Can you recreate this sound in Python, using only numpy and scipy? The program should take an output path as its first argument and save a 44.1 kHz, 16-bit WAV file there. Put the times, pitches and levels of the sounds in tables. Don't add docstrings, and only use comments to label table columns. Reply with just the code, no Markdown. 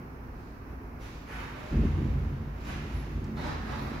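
import sys
import numpy as np
from scipy import signal
from scipy.fft import rfft, irfft
from scipy.io import wavfile
from scipy.ndimage import uniform_filter1d

SR = 44100
rng = np.random.default_rng(int(sys.argv[2]) if len(sys.argv) > 2 else 0)


def dump_mix(stems):
    frames = np.atleast_2d(stems).T
    limited = np.clip(frames, -1, 1)
    pcm = np.round(limited * 32767).astype(np.int16)
    wavfile.write(sys.argv[1], SR, pcm)


N = 176400

# time_s, level_db, rattle_lift_db (rattle against the low notes)
ROLL_FORCE = [(1.69, -82, 2), (1.72, -33.5, 9), (1.79, -25, 2), (1.85, -23, 0.5), (1.90, -27.5, -6),
              (2.02, -27.5, 1), (2.14, -26, -10), (2.28, -32, -3.5), (2.44, -34.5, -6), (2.52, -37.5, -23),
              (2.63, -44.5, 4.5), (2.78, -36.5, 1), (2.97, -37.5, 1.5), (3.22, -38, 5), (3.48, -35, 3.5),
              (3.66, -40, 2.5), (3.86, -36, 2), (4.0, -41, 5.5)]
# pitch_hz, width_hz, level_db
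PANEL_MODES = [(54.5, 9.3, 2.5), (73.8, 17, -3.5), (84.8, 8.7, -0.5), (131.9, 3.34, 5), (140.6, 6.2, 3),
               (156, 4.3, -8), (183.8, 8.4, -5), (218.4, 6.4, 3), (243, 6.4, -9.5), (262.2, 10, -7),
               (291.3, 10.5, -13), (310.6, 6.6, -17), (365, 80, -12)]
# pitch_hz, level_db
WHEEL_PUSH = [(20, -62), (45, 9.5), (150, 6), (330, 2.5), (480, -11), (900, -17), (2000, -59), (8000, -55)]
BUMPS_PER_S, BUMP_SCATTER_DB, ROLL_SIDE_DB = 600, 2.5, -19.5
RATTLE_HZ = 183
# start_s, peak_db
HANGER_JOLTS = [(0.956, -34.5), (1.721, -34), (1.767, -18), (1.827, -30), (2.95, -26.5), (3.158, -24)]
JOLT_DECAY_S = 0.0083

# time_s, level_db
SCRAPE_PRESSURE = [(3.30, -110), (3.37, -38), (3.41, -36.5), (3.46, -33.5), (3.51, -42), (3.58, -51),
                   (3.66, -40), (3.725, -37), (3.80, -43.5), (3.94, -40.5), (4.0, -49)]
# pitch_hz, level_db
GUIDE_COLOUR = [(150, 4), (400, 3), (800, 6.5), (1300, 4), (2200, -1), (3000, -8.5), (4400, -9.5),
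                (6500, -18), (8300, -29), (11500, -27.5), (15500, -40.5)]
# pitch_hz, width_hz, level_db
RAIL_MODES = [(719, 3.2, 5), (774, 15, -6), (857, 2.3, 10.5), (1080, 14, -3), (1260, 12, -3),
              (1820, 9.7, -1), (1955, 20, 3), (3970, 67, 1)]
GRAINS_PER_S, GRAIN_SCATTER_DB = 3500, 4

# start_s, rise_s, hold_s, fade_s, level_db,
# brightness_db_per_octave, low_body_db, airy_top_db
SCUFF_EVENTS = [(0.98, 0.015, 0.04, 0.11, -49.5, 2.5, -28, 1),
                (1.218, 0.11, 0.054, 0.12, -41.5, -3.85, -12.5, 12.5),
                (1.52, 0.042, 0.17, 0.55, -44.5, -1.5, 6, 6), (2.502, 0.16, 0.011, 0.048, -48.5, 1, -1, -1),
                (2.63, 0.031, 0.022, 0.099, -40, -1, -1.5, 6),
                (2.803, 0.079, 0.034, 0.27, -48, -0.5, 2, 5.5)]
# pitch_hz, level_db
SCUFF_COLOUR = [(150, -23), (450, -4.5), (1000, -1), (1500, -2.5), (2300, -2.5), (3200, -9.5), (4500, -13),
                (6700, -18.5), (8300, -31.5), (11000, -29), (15500, -42)]
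SCUFF_GRAINS_PER_S, SCUFF_SCATTER_DB = 4000, 4
SHORTEST_RISE_S = 0.04
SCUFF_PIVOT_HZ, BODY_HZ, AIRY_HZ = 1800, 790, 8100

# start_s, length_s, pitch_hz, width_hz (of one resonance pass), level_db
FAINT_RUBS = [(0.264, 0.32, 4200, 3120, -69), (2.923, 0.095, 11000, 900, -62),
              (3.73, 0.2, 11900, 6040, -64.5)]
TICK_S, TICK_DECAY_S, TICK_HZ, TICK_WIDTH_HZ, TICK_DB = 3.242, 0.0055, 5250, 2000, -56

# pitch_hz, t60_s
REVERB_TIMES = [(100, 0.68), (500, 0.86), (2000, 0.87), (6000, 1), (15000, 0.22)]
DIRECT_DB, ROOM_DRIFT_HZ = -11.5, 1.093

# pitch_hz, level_db (per Hz)
AIR_COLOUR = [(20, -9), (31, 0), (42, -16), (53, 5.5), (72, -9), (100, -8.5), (135, -9.5), (200, -15.5),
              (245, -9), (320, -16.5), (450, -19.5), (600, -25), (900, -24.5), (1500, -30), (2500, -38.5),
              (3400, -53), (5700, -50.5), (8400, -66), (12000, -52.5), (15500, -54.5)]
# pitch_hz, side_minus_mid_db
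AIR_WIDTH = [(30, -18), (60, -23), (125, -15.5), (250, -14), (500, -5), (1000, 1.5), (2000, 1), (15000, 0)]
AIR_DB, AIR_WAVER_DB = -41, 0.68

# pitch_hz, left_minus_right_db
STEREO_BALANCE = [(60, -0.5), (130, -.5), (250, -1.5), (500, -2), (800, 0.5), (1300, -4.5), (2500, -4),
                  (5000, -2.2), (8000, -1.5), (15000, 1)]
LOW_CUT_HZ, TOP_HZ = 28.6, 15750
SIDES = np.array([[1], [-1]])


def undb(db):
    return 10 ** (np.asarray(db) / 20)


def unit(x):
    return x / np.sqrt(np.mean(x ** 2) + 1e-20)


def times():
    return np.arange(N) / SR


def freqs():
    return np.maximum(np.arange(N + 1) * SR / (2 * N), 1)


def colour(points):
    hz, db = np.array(points, float).T
    return undb(np.interp(np.log(freqs()), np.log(hz), db))


def curve(points):
    return undb(np.interp(times(), *np.array(points, float).T))


def shape(x, response):
    mirrored = np.concatenate([x, x[..., ::-1]], axis=-1)
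    return irfft(rfft(mirrored) * response)[..., :N]


def resonances(modes):
    f = freqs()
    return sum(undb(db) / (1 + 1j * (f * f - hz * hz) / (f * width)) for hz, width, db in modes)


def grains(rate, scatter_db):
    hit = rng.random(N) < rate / SR
    size = np.minimum(rng.exponential(size=N), 4)
    sign = rng.choice([-1, 1], N)
    return unit(hit * sign * undb(scatter_db * size))


def rolling():
    body = resonances(PANEL_MODES) * colour(WHEEL_PUSH)
    mid = shape(grains(BUMPS_PER_S, BUMP_SCATTER_DB), body)
    side = shape(grains(BUMPS_PER_S, BUMP_SCATTER_DB), body)
    steady = mid / np.sqrt(uniform_filter1d(mid ** 2, SR // 16) + 1e-12)
    wheels = steady + undb(ROLL_SIDE_DB) * unit(side) * SIDES
    rattle = shape(wheels, 1 - 1 / (1 + (freqs() / RATTLE_HZ) ** 8))
    roll = np.array(ROLL_FORCE)
    force = curve(roll[:, [0, 1]])
    lift = curve(roll[:, [0, 2]])
    out = force * (wheels + (lift - 1) * rattle)
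    for start, peak_db in HANGER_JOLTS:
        age = np.maximum(times() - start, 0) / JOLT_DECAY_S
        push = np.exp(-age) * np.minimum(age * 10, 1)
        thud = shape(push, body)
        out = out + undb(peak_db) * thud / np.abs(thud).max()
    return out


def scrape():
    friction = grains(GRAINS_PER_S, GRAIN_SCATTER_DB)
    ringing = colour(GUIDE_COLOUR) * (1 + resonances(RAIL_MODES))
    return curve(SCRAPE_PRESSURE) * unit(shape(friction, ringing))


def scuffs():
    t, f, out = times(), freqs(), 0
    for start, rise, hold, fade, db, bright_db, body_db, airy_db in SCUFF_EVENTS:
        progress = np.clip((t - start) / max(rise, SHORTEST_RISE_S), 0, 1)
        attack = np.sin(np.pi / 2 * progress) ** 2
        envelope = attack * np.exp(-np.maximum(t - start - rise - hold, 0) / fade)
        low_body = body_db / (1 + (f / BODY_HZ) ** 4)
        airy_top = airy_db / (1 + (AIRY_HZ / f) ** 8)
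        tilt = bright_db * np.log2(f / SCUFF_PIVOT_HZ)
        tone = colour(SCUFF_COLOUR) * undb(tilt + low_body + airy_top)
        rub = shape(grains(SCUFF_GRAINS_PER_S, SCUFF_SCATTER_DB), tone)
        out = out + undb(db) * envelope * unit(rub)
    return out


def faint_rubs():
    out = 0
    for start, length, hz, width, db in FAINT_RUBS:
        envelope = np.sin(np.pi * np.clip((times() - start) / length, 0, 1))
        resonance = resonances([(hz, width, 0)]) ** 2
        noise = unit(shape(grains(GRAINS_PER_S, GRAIN_SCATTER_DB), resonance))
        out = out + undb(db) * envelope * noise
    return out


def tick():
    age = times() - TICK_S
    resonance = resonances([(TICK_HZ, TICK_WIDTH_HZ, 0)]) ** 2
    ring = unit(shape(rng.standard_normal(N), resonance))
    return undb(TICK_DB) * (age > 0) * np.exp(-np.abs(age) / TICK_DECAY_S) * ring


def room():
    noise, tail = rng.standard_normal((2, N)), 0
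    hz, t60 = np.array(REVERB_TIMES).T
    for share, band_t60 in zip(np.eye(len(hz)), t60):
        band = shape(noise, np.interp(np.log(freqs()), np.log(hz), share))
        decay = np.exp(-np.log(1000) * times() / band_t60)
        tail = tail + band * unit(decay) / np.sqrt(N)
    return rfft(tail, 2 * N)


def ventilation():
    mid, side = shape(rng.standard_normal((2, N)), colour(AIR_COLOUR))
    waver = unit(shape(rng.standard_normal(N), np.exp(-freqs() / 5)))
    both = mid + shape(side, colour(AIR_WIDTH)) * SIDES
    return both / mid.std() * undb(AIR_DB + AIR_WAVER_DB * waver)


def scene():
    rumble = rolling()
    click = tick()
    dry = scrape() + scuffs() + faint_rubs() + click
    turn = 2 * np.pi * ROOM_DRIFT_HZ * times()
    echo = np.cos(turn) * shape(dry, room()) + np.sin(turn) * shape(dry, room())
    friction = echo + undb(DIRECT_DB) * dry
    mix = rumble + friction + click + ventilation()
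    return shape(mix, colour(STEREO_BALANCE) ** np.array([[.5], [-.5]]))


def record(dry):
    thinned = shape(dry, 1 - 1 / (1 + (freqs() / LOW_CUT_HZ) ** 8))
    top_cut = signal.ellip(10, .2, 80, TOP_HZ, fs=SR, output="sos")
    return signal.sosfilt(top_cut, thinned)


dry = scene()
out = record(dry)
dump_mix(out)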